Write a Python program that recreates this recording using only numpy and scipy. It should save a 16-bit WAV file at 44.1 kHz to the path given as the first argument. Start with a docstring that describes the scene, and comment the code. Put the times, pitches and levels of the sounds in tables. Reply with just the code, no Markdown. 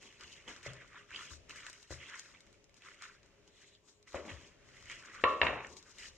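"""Gloved hands turn and slice a slab of raw meat on a wooden board, over a faint kitchen hum and a distant drone.
First wet flesh squelches and pops (tiny damped sines) while the gloves rustle and the slab rubs (shaped noise).
After a lull the blade draws through the meat in two soft strokes of noise, and the slab slaps down.
Then the blade taps the board, and the knife is laid down, rocks (fading noise) and settles.
Blows are sums of fading tones from board and blade with an echo of the room; the counter booms below."""
import sys
import numpy as np
from scipy import signal
from scipy.fft import rfft, irfft, next_fast_len
from scipy.io import wavfile
from scipy.ndimage import uniform_filter1d, map_coordinates

SR = 44100
rng = np.random.default_rng(int(sys.argv[2]) if len(sys.argv) > 2 else 0)


def unload_audio(sound):
    """Save the sound as a 16-bit wav file, at the path given as the first command line argument."""
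    columns = np.transpose(np.atleast_2d(sound))
    # keep every value between -1 and 1, then stretch to whole-number steps
    steps = np.round(np.clip(columns, -1, 1) * 32767)
    wavfile.write(sys.argv[1], SR, steps.astype(np.int16))


N = 272097  # length in samples, about 6.2 seconds

# Faint kitchen hum. Each row: frequency in Hz, relative level in dB.
HUM = [(15, -31.5), (25, -3), (101, -1), (231, -8.5), (397, -8), (463, -11), (555, -5), (797, -19.5),
       (979, -21.5), (1060, -23.5), (2750, -18), (4270, -27.5), (6620, -25.5), (12000, -55), (15600, -80),
       (22000, -120)]
# How long the kitchen echoes. Each row: frequency in Hz, time to fall by 60 dB in seconds.
KITCHEN_FADE = [(100, 0.93), (500, 0.66), (1500, 0.36), (3000, 0.5), (8000, 0.54)]
# Thuds into the counter. Each row: start in seconds, level in dB, favoured pitch in Hz.
THUDS = [(0.231, -61, 64), (0.477, -58, 64), (0.666, -44, 110), (1.115, -60, 70), (1.314, -49, 71),
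         (1.906, -42, 85), (4.143, -45, 72), (4.315, -43, 78), (4.838, -57, 85), (5.239, -42, 69),
         (5.42, -39.5, 80), (5.501, -42, 90), (5.68, -55, 70), (5.989, -54.5, 32), (6.079, -50.5, 33)]
# Tones of the counter. Each row: frequency in Hz, relative level in dB, time to fall by 60 dB in seconds.
COUNTER_TONES = [(32, -2, .5), (66, -2, .25), (77, -1, .36), (95, -9, .25), (130, 3.5, .46), (175, -3, .4)]
# Chatter of the knife on the wood. Each row: frequency in Hz, relative level in dB.
RATTLE = [(40, -40), (150, -9), (300, -7.5), (600, 0), (780, -2.5), (1000, -0.5), (1450, -5), (1900, -8),
          (2300, -5.5), (2740, -5.5), (3300, -27), (4400, -42), (7000, -38), (10000, -79)]
# Blows on the board. Each row: start in seconds, level in dB, favoured pitch in Hz,
# narrowness in dB lost per squared octave, blade ring in dB added to the level, room echo in dB against the knock.
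BLOWS = [(0.478, -38.5, 1010, 8, -24, 3), (0.663, -29.5, 460, 22, -40, -3.5),
         (1.907, -28, 374, 16, -40, -6), (1.922, -35, 397, 12, -30, -8), (4.145, -22.5, 470, 5, -42, 0),
         (4.1465, -27.5, 820, 23, -40, -3), (4.151, -45, 370, 14, -43, -2),
         (4.284, -35.5, 850, 21, -40, -3), (5.2391, -6, 1100, 3.5, -5.5, -5),
         (5.294, -31, 3000, 7, -28.5, 5), (5.4157, -8, 1970, 3, -42, -8), (5.432, -19.5, 2000, 1, -20, -5),
         (5.4677, -15.5, 2200, 3, -33.5, -9), (5.4829, -20, 1510, 7, -18, -11),
         (5.49, -24, 448, 4.5, -28, -4.5), (5.519, -32, 805, 4, -27, -15), (5.647, -31, 1880, 21, -26, -9)]
# Tones of the wooden board. Each row: frequency in Hz, relative level in dB, time to fall by 60 dB in seconds.
BOARD_TONES = [(306, -11, 0.026), (384, -4.5, 0.041), (467, -7, 0.05), (547, 1.5, 0.038), (654, -8, 0.024),
               (794, -2, 0.016), (942, -4.5, 0.024), (1038, -1.5, 0.015), (1477, -20.5, 0.03),
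               (1852, 3, 0.02), (2150, 3.5, .012), (2680, 2, 0.019), (3160, -19, 0.004), (3690, -15, 0.028),
               (4500, -16.5, 0.013), (5800, -32.5, .008), (7000, -34, 0.0098)]
# Tones of the blade. Each row: frequency in Hz, relative level in dB, time to fall by 60 dB in seconds.
BLADE_TONES = [(524, -11, .6), (602, -16, 0.96), (1040, -11, 0.53), (1140, -11, 0.43), (1121, -5, 0.52),
               (1194, -8, 0.22), (1250, -16, 0.51), (1345, -16, 0.52), (1405, -17, 0.26), (1900, -24.5, .2),
               (2700, -17, 0.34)]
# Overall tone of the blows: strongest in the middle, weak below 120 Hz and above 6500 Hz.
# Each row: frequency in Hz, gain in dB.
BLOW_TONE = [(40, -50), (120, -18.5), (260, -6), (400, -1), (4000, 3.5), (6500, -8), (10000, -35),
             (15000, -80)]
# Knife strokes. Each row: time of full speed in seconds, seconds to climb 20 dB, seconds held,
# blade drag in dB, edge hiss in dB.
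STROKES = [(3.6, .2, .14, -72, -78), (3.875, .06, .08, -85, -75)]
# Rasp of the blade in the fibres. Each row: frequency in Hz, relative level in dB.
DRAG = [(1200, -60), (1800, -23), (2500, 0), (3300, 7), (4200, 4), (4900, -30.5), (6500, -70)]
# Thin hiss of the edge. Each row: frequency in Hz, relative level in dB.
EDGE = [(4000, -60), (5600, -20), (6400, -15), (6700, -1.5), (7000, -6), (7600, -6), (8400, -20),
        (12500, -50), (15000, -80)]
# Sticky pops. Each row: start in seconds, tick level in dB, pitch in Hz, treble snap level in dB.
POPS = [(0.0284, -46, 1880, -55), (0.1261, -47, 2030, -64), (0.1974, -52, 1530, -61),
        (0.2094, -42, 2890, -55), (0.2354, -46, 2900, -56), (0.2423, -43, 2080, -60),
        (0.2783, -46, 2800, -62), (0.3284, -47, 2950, -58), (0.4834, -38, 1530, -56),
        (0.5634, -52, 1550, -53), (0.6115, -50, 1950, -67), (0.6305, -43, 1830, -57),
        (0.6674, -38, 2040, -57), (0.7344, -46, 1530, -53), (0.7652, -45, 1870, -67),
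        (0.9318, -42, 1740, -72), (0.9453, -40, 1200, -66), (1.1074, -41, 1840, -62),
        (1.1464, -36, 2220, -58), (1.1598, -32, 3230, -59), (1.1927, -39, 3110, -58),
        (1.495, -41, 2730, -51), (1.5085, -35, 2730, -54), (1.5599, -42, 2730, -52),
        (1.6053, -41, 1670, -58), (1.6661, -32, 1720, -47), (1.6984, -48, 1800, -46),
        (1.7304, -49, 2020, -52), (1.8282, -50, 2810, -51), (2.0657, -42, 2750, -61),
        (2.0981, -38, 1890, -56), (2.1554, -42, 2120, -50), (2.1949, -39, 2130, -44),
        (2.2593, -43, 1690, -60), (2.3486, -45, 2220, -71), (2.4723, -54, 2060, -71),
        (2.4064, -60, 2080, -58), (2.5284, -63, 1620, -62), (2.6419, -60, 1960, -62),
        (2.7424, -57, 2770, -62), (2.821, -49, 2620, -64), (2.9444, -49, 2090, -62),
        (3.022, -41, 1400, -49), (3.2311, -57, 1980, -67), (3.477, -54, 3070, -64),
        (3.7509, -51, 3320, -72), (4.0741, -48, 1950, -65), (4.1294, -50, 1990, -56),
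        (4.6887, -50, 2050, -68), (4.7686, -47, 2060, -63), (4.8254, -48, 2310, -60),
        (4.8574, -48, 2110, -57), (4.8988, -32, 2080, -53), (4.9144, -38, 2160, -55),
        (5.0254, -45, 1670, -63), (5.1487, -38, 1880, -61), (5.6694, -47, 1620, -58),
        (5.7688, -48, 2240, -52), (5.8274, -59, 2620, -58), (5.9848, -51, 2140, -50)]
# Squeezes of the hands. Each row: peak time in seconds, seconds to climb 20 dB, seconds to fall by 60 dB,
# squelch in dB, favoured pocket pitch in Hz, glove rustle in dB, board rub in dB.
SQUEEZES = [(0.041, 0.077, 0.54, -60.5, 2780.0, -61.5, -62.0),
            (0.21, 0.032, 0.42, -59.0, 1310.0, -66.5, -62.0),
            (0.333, 0.242, 0.41, -56.5, 3490.0, -62.0, -76.0),
            (0.418, 0.855, 0.27, -66.5, 1870.0, -90.0, -76.0),
            (0.481, 0.025, 0.33, -52.5, 2540.0, -59.0, -55.0),
            (0.512, 0.051, 0.43, -53.0, 1110.0, -59.0, -64.0),
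            (0.666, 0.06, 0.47, -51.5, 1820.0, -59.0, -76.0),
            (0.82, 0.079, 0.18, -58.0, 1870.0, -75.5, -76.0),
            (0.956, 0.033, 0.28, -50.5, 990.0, -86.0, -76.0),
            (1.002, 0.395, 0.22, -59.5, 1810.0, -70.5, -76.0),
            (1.119, 0.031, 0.46, -52.0, 1830.0, -63.5, -76.0),
            (1.142, 0.036, 0.42, -48.0, 3430.0, -75.0, -61.0),
            (1.193, 0.103, 0.48, -54.5, 1320.0, -57.0, -76.0),
            (1.259, 0.162, 0.28, -55.0, 2970.0, -63.5, -76.0),
            (1.314, 0.031, 0.21, -57.0, 1050.0, -51.0, -66.0),
            (1.5, 0.017, 0.27, -52.0, 1830.0, -55.0, -63.0),
            (1.57, 0.037, 0.63, -56.5, 1970.0, -60.5, -76.0),
            (1.667, 0.064, 0.5, -55.5, 1650.0, -59.5, -76.0),
            (1.734, 0.027, 1.44, -68.0, 2490.0, -64.5, -76.0),
            (1.909, 0.013, 0.42, -56.0, 1610.0, -53.5, -76.0),
            (2.029, 0.081, 0.7, -53.0, 2380.0, -62.5, -65.0),
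            (2.142, 0.113, 0.22, -49.5, 1570.0, -82.5, -76.0),
            (2.18, 0.184, 0.63, -61.5, 2180.0, -60.0, -76.0),
            (2.254, 0.018, 1.13, -66.5, 1600.0, -68.5, -76.0),
            (2.342, 0.015, 0.28, -67.0, 2030.0, -90.0, -76.0),
            (2.768, 0.044, 0.39, -72.0, 2010.0, -70.5, -76.0),
            (2.826, 0.022, 1.23, -62.5, 2680.0, -90.0, -76.0),
            (2.869, 0.06, 0.43, -56.0, 1610.0, -62.0, -68.0),
            (3.035, 0.062, 0.45, -53.0, 1510.0, -60.0, -76.0),
            (3.235, 0.016, 1.43, -74.0, 1660.0, -80.0, -76.0),
            (3.483, 0.045, 0.17, -76.0, 1580.0, -74.0, -76.0),
            (3.627, 0.191, 0.62, -68.5, 2250.0, -70.0, -76.0),
            (3.885, 0.048, 0.23, -76.5, 1400.0, -65.5, -76.0),
            (4.079, 0.015, 0.65, -63.0, 1750.0, -64.5, -76.0),
            (4.157, 0.033, 0.25, -48.5, 1510.0, -58.0, -50.0),
            (4.294, 0.117, 0.59, -54.5, 1940.0, -61.0, -55.0),
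            (4.44, 0.202, 0.4, -63.0, 3320.0, -67.0, -64.0),
            (4.674, 0.062, 0.8, -70.5, 1750.0, -71.5, -76.0),
            (4.748, 0.054, 4.61, -65.0, 2220.0, -68.0, -76.0),
            (4.915, 0.07, 0.38, -51.5, 2370.0, -58.0, -69.0),
            (5.076, 0.563, 0.22, -59.5, 1520.0, -70.5, -76.0),
            (5.152, 0.17, 0.48, -51.0, 1360.0, -63.5, -66.0),
            (5.292, 0.158, 0.49, -87.5, 1990.0, -61.5, -76.0),
            (5.44, 0.043, 0.36, -85.0, 2050.0, -58.0, -76.0),
            (5.713, 0.155, 0.41, -77.5, 2220.0, -62.5, -57.0),
            (5.776, 0.036, 0.17, -71.5, 2320.0, -58.5, -70.0),
            (5.899, 0.169, 0.35, -64.5, 1090.0, -67.5, -76.0),
            (5.991, 0.051, 0.66, -59.5, 1990.0, -65.0, -76.0),
            (6.055, 0.126, 0.17, -55.5, 2250.0, -51.5, -69.0),
            (6.169, 0.993, 2.0, -69.5, 3720.0, -73.5, -76.0)]
# Air pockets in the wet flesh. 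Each row: pitch in Hz, scatter of pitch (natural log), cycles of ring.
POCKETS = [(1346, 0.15, 3.6), (1983, 0.11, 6.5), (2790, 0.12, 9.7)]
# Tone of wet flesh. Each row: frequency in Hz, relative level in dB.
WET = [(500, -60), (900, -14), (1200, -9), (3200, 6), (3800, 2.5), (4600, -16), (8000, -60)]
# Tone of the gloves. Each row: frequency in Hz, relative level in dB.
GLOVE = [(2350, -12), (4000, -4), (4580, -7.5), (5210, -2), (6800, -0.5), (7650, -5.5), (9750, -21),
         (13200, -29), (15400, -53)]
# Tone of the slab rubbing on the board. Each row: frequency in Hz, relative level in dB.
RUB = [(88, -22), (150, -4), (377, 3), (642, -10), (823, -7.5), (900, -5.5), (1170, -3), (1980, -120)]
# Two microphone ports. Each row: frequency in Hz, share of the side in step with the mid,
# share a quarter cycle ahead, unrelated side in dB.
PORTS = [(60.0, 0.28, -0.02, -15), (140.0, 0.29, -0.03, -17), (280.0, 0.22, -0.11, -14),
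         (570.0, 0.17, -0.06, -16), (1060.0, 0.18, -0.06, -12), (1670.0, -0.04, -0.19, -10),
         (2370.0, -0.24, -0.05, -10), (3170.0, -0.3, -0.03, -7), (3980.0, -0.02, 0.79, 3),
         (4920.0, 1.26, 0.29, 0), (6200.0, 0.65, 0.02, -2), (7940.0, 0.65, -0.03, 0),
         (10390.0, 0.07, -0.07, -1), (13420.0, 0.1, 0.01, -4)]

HUM_DB = -69.5  # the hum wavers around this
ROCK_START_S, ROCK_STILL_S = 5.42, 5.67  # the knife lands flat, and lies still
ROCK_DB, ROCK_LANDING_S = -31, .002
ROCK_FADE_DB_PER_S, STILL_FADE_DB_PER_S = 85, 280  # the second adds to the first
STROKE_T60_S = .2  # time for a stroke to fall by 60 dB
FAINT_POP_DB, FAINT_POP_HZ, FAINT_TREBLE_DB = -60, 2100, -68  # centres of the random small pops
POCKET_CHOICE_DB = 16  # loss per squared octave between a pocket and the pitch of the squeeze
RESTING_RUB_DB = -80
TOP_HZ = 15500


def amp(db):
    """Turn decibels into gain."""
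    return 10 ** (np.asarray(db) / 20)


def unit(x):
    """Scale a sound to an average (rms) strength of 1."""
    return x / np.sqrt(np.mean(x ** 2, axis=-1, keepdims=True) + 1e-20)


def along(points, hz, axis=1):
    """Read one column of a table between its rows, on a log frequency scale."""
    rows = np.transpose(points)
    return np.interp(np.log(hz + 1), np.log(rows[0] + 1), rows[axis])


def wobble(rate):
    """A smooth random curve with this many random points a second."""
    knots = rng.standard_normal(int(N * rate / SR) + 4)
    return map_coordinates(knots, [np.arange(N) * rate / SR])


def filtered(x, response):
    """Multiply the spectrum of a sound by a response to frequency."""
    m = next_fast_len(N + SR // 2)
    return irfft(rfft(x, m) * response(np.fft.rfftfreq(m, 1 / SR)), m)[..., :N]


def coloured(x, spectrum):
    """Shape a sound by (Hz, dB) rows, then scale it to rms 1."""
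    return unit(filtered(x, lambda hz: amp(along(spectrum, hz))))


def add(track, s, sound):
    """Mix a sound into a track, starting at s seconds."""
    part = track[round(s * SR):][:len(sound)]
    part += sound[:len(part)]


def tail(t60s, size):
    """An echo: noise of energy 1 whose every frequency dies at its own speed."""
    hz, t, z = signal.stft(rng.standard_normal(size), SR, nperseg=256)
    fade = amp(-60 * t / along(t60s, hz)[:, None])
    x = signal.istft(z * fade, SR, nperseg=256)[1]
    return x / np.linalg.norm(x)


def swell(size, attack):
    """A quick rise from silence; attack is its time constant in seconds."""
    return 1 - np.exp(-np.arange(size) / SR / attack)


def ring(modes, size, centre_hz, narrow_db, waver):
    """Fading tones of a struck body, favouring those near one pitch; loose contact blurs their phase."""
    hz, db, t60 = np.transpose(modes)[..., None]
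    t = np.arange(size) / SR
    jitter = uniform_filter1d(rng.standard_normal((len(modes), size)), size=40, axis=1)
    drift = waver * np.cumsum(jitter, axis=1)
    db = db - narrow_db * np.log2(hz / centre_hz) ** 2
    db = db + 0.4 * rng.standard_normal(db.shape)  # no two hits are quite alike
    return np.sum(amp(db - 60 * t / t60) * np.sin(2 * np.pi * hz * t + drift), axis=0)


def grains(hz, cycles, spread, spike_db, count):
    """Tiny damped sines scattered around a pitch; a few are stronger than the rest."""
    when, tune, size = rng.random(count), rng.standard_normal(count), rng.standard_normal(count)
    start = (when * (N - 1)).astype(int)
    k = np.arange(int(4 * cycles * SR / hz))
    turns = (hz * np.exp(spread * tune))[:, None] * k / SR  # cycles since the start of each grain
    rows = amp(spike_db * size)[:, None] * np.sin(2 * np.pi * turns) * np.exp(-turns / cycles)
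    places = (start[:, None] + k).ravel()
    return unit(np.bincount(places, rows.ravel(), N + len(k))[:N])


def efforts(peak_s, climb_s, hold_s, t60):
    """Power over time of gestures that climb, hold and die away: one row each, one value per 64 samples."""
    late = np.arange(0, N + 64, 64) / SR - peak_s[:, None]
    climb_db = 20 * late / climb_s[:, None]
    fall_db = -60 * np.maximum(late - hold_s, 0) / t60
    return amp(np.where(late < 0, climb_db, fall_db)) ** 2


def summed(powers, db):
    """Gain of all gestures together, each at its own level."""
    gain = np.sqrt(amp(db) ** 2 @ powers)
    return np.interp(np.arange(N) / 64, np.arange(powers.shape[1]), gain)


def kitchen_hum(hum_db):
    """Two unrelated streams of hum-shaped noise that share one slow and one quicker wavering of level."""
    level = amp(hum_db + 2.4 * wobble(2.8) + 1.0 * wobble(15))
    return level * coloured(rng.standard_normal((2, N)), HUM)


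def drone():
    """A distant appliance hums on a blurred note: a narrow band of noise near 412 Hz."""
    note = [(350, -42), (390, -3.5), (412, 10.5), (435, -7), (480, -39.5)]  # Hz, dB
    return amp(-79) * coloured(rng.standard_normal(N), note)


def thuds():
    """The counter under the board gives a dull, wavering boom of low fading tones."""
    out, long = np.zeros(N), SR // 3
    for s, db, hz in THUDS:
        boom = ring(COUNTER_TONES, long, hz, narrow_db=30, waver=0.03)
        add(out, s, amp(db) * swell(long, 0.0053) * boom)
    # keep mostly what lies between 36 and 220 Hz
    return filtered(out, lambda hz: 1 / (1 + (hz / 220) ** 4) / (1 + (36 / (hz + 1)) ** 6))


def rocking():
    """The laid-down knife chatters on the wood as flickering noise, ever weaker, until it lies still."""
    t = np.arange(N) / SR
    fade_db = ROCK_FADE_DB_PER_S * (t - ROCK_START_S)
    fade_db += STILL_FADE_DB_PER_S * np.maximum(t - ROCK_STILL_S, 0)
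    landing = np.clip((t - ROCK_START_S) / ROCK_LANDING_S, 0, 1) ** 2
    chatter = rng.standard_normal(N) * amp(1.85 * wobble(140))
    return landing * amp(ROCK_DB - fade_db) * coloured(chatter, RATTLE)


def blows():
    """Each blow knocks the board, rings the blade and fills the kitchen with a short echo."""
    out, short, long = np.zeros(N), SR // 16, SR // 3
    for s, db, hz, narrow_db, blade_db, room_db in BLOWS:
        knock = ring(BOARD_TONES, short, hz, narrow_db, waver=0.045)
        knock *= amp(db - 10) * swell(short, .0003)
        blade = ring(BLADE_TONES, long, hz, narrow_db, waver=0.037)
        echo = signal.fftconvolve(knock, tail(KITCHEN_FADE, size=long))
        add(out, s, knock)
        add(out, s, amp(db - 9.5 + blade_db) * blade * swell(long, 0.0039))
        add(out, s + 0.00288, amp(room_db) * echo)
    return filtered(out, lambda hz: amp(along(BLOW_TONE, hz)))


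def slicing():
    """The edge draws through the fibres with an airy rasp and a thin high hiss, both flickering noise."""
    s, climb_s, hold_s, drag_db, edge_db = np.transpose(STROKES)
    powers = efforts(s, climb_s, hold_s[:, None], STROKE_T60_S)
    rasp = coloured(rng.standard_normal(N) * amp(1.5 * wobble(70)), DRAG)
    hiss = coloured(rng.standard_normal(N) * amp(2.5 * wobble(50)), EDGE)
    return summed(powers, drag_db) * rasp + summed(powers, edge_db) * hiss


def faint_pops(count):
    """Extra small pops drawn by chance, in rows like those of POPS."""
    when, (size, tune, bright) = rng.random(count), rng.standard_normal((3, count))
    pitch_hz = FAINT_POP_HZ * np.exp(.22 * tune)
    return np.transpose([when * N / SR, FAINT_POP_DB + 3 * size, pitch_hz, FAINT_TREBLE_DB + 3 * bright])


def pops():
    """Each sticky contact lets go with a pitched tick and a snap of treble, then fizzes out."""
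    ticks, snaps, t = np.zeros(N), np.zeros(N), np.arange(SR // 20) / SR
    for s, db, hz, treble_db in [*POPS, *faint_pops(count=24)]:
        tick = np.sin(2 * np.pi * hz * t) + .3 * np.sin(2 * np.pi * 1.404 * hz * t)
        add(ticks, s, amp(db - 60 * t / .008) * swell(len(t), .00015) * tick)
        fade = amp(-60 * t / .005) + amp(-16 - 60 * t / .04)  # a sharp snap, then a weaker fizz
        add(snaps, s, amp(treble_db + 14) * fade * rng.standard_normal(len(t)))
    echo = tail([(1000, 0.28), (4000, 0.13)], size=4096)  # Hz, seconds to fall by 60 dB
    ticks += amp(-10) * signal.fftconvolve(ticks, echo)[:N]
    # weaken the ticks below 700 Hz
    ticks = filtered(ticks, lambda hz: (1j * hz / (700 + 1j * hz)) ** 2 * amp(1.5))
    return ticks + filtered(snaps, lambda hz: amp(along(GLOVE, hz)))


def hands():
    """Wet flesh parts in tiny sucks from three sizes of pocket; the gloves crackle and the slab drags on the wood."""
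    s, climb_s, t60, squelch_db, pitch_hz, glove_db, rub_db = np.transpose(SQUEEZES)
    powers = efforts(s, climb_s, 0, t60[:, None])
    clumps = wobble(45)  # shared, so flesh and gloves flicker partly together
    out = np.zeros(N)
    for hz, spread, cycles in POCKETS:
        sucks = coloured(grains(hz, cycles, spread, spike_db=4.0, count=4200), WET)
        share = summed(powers, squelch_db - POCKET_CHOICE_DB * np.log2(hz / pitch_hz) ** 2)
        out += share * unit(amp(0.97 * clumps + 1.3 * wobble(30)) * sucks)
    crackle = grains(6300, cycles=2.0, spread=0.41, spike_db=3.5, count=9000)
    rustle = coloured(crackle + 2.1 * rng.standard_normal(N), GLOVE)
    out += summed(powers, glove_db) * unit(amp(0.96 * clumps + 2.2 * wobble(60)) * rustle)
    rub = coloured(rng.standard_normal(N), RUB)
    rub_level = np.hypot(summed(powers, rub_db), amp(RESTING_RUB_DB))
    return out + rub_level * unit(amp(2.3 * wobble(25)) * rub)


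def ports(near, hum):
    """Two ports hear mid plus side and mid minus side; the side mixes shifted mid, scattered sound and other hum."""
    scattered = signal.fftconvolve(near, tail([(100, 0.13), (10000, 0.072)], size=8192))[:N]
    hum_side = [(100, -7.5), (2500, -1), (4200, -1.0), (13000, 4.0)]  # Hz, dB
    mid = near + hum[0]
    side = filtered(mid, lambda hz: along(PORTS, hz, axis=1) + 1j * along(PORTS, hz, axis=2))
    side += filtered(scattered, lambda hz: amp(along(PORTS, hz, axis=3)))
    side += filtered(hum[1], lambda hz: amp(along(hum_side, hz)))
    return np.array([mid + side, mid - side])


def scene():
    """The drone and everything near the board, heard with the hum through the two ports."""
    near = drone() + thuds() + rocking() + blows() + slicing() + pops() + hands()
    return ports(near, kitchen_hum(HUM_DB))


def record(dry):
    """Keep nothing at or above the top frequency."""
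    return filtered(dry, lambda hz: hz < TOP_HZ)


dry = scene()
out = record(dry)
unload_audio(out)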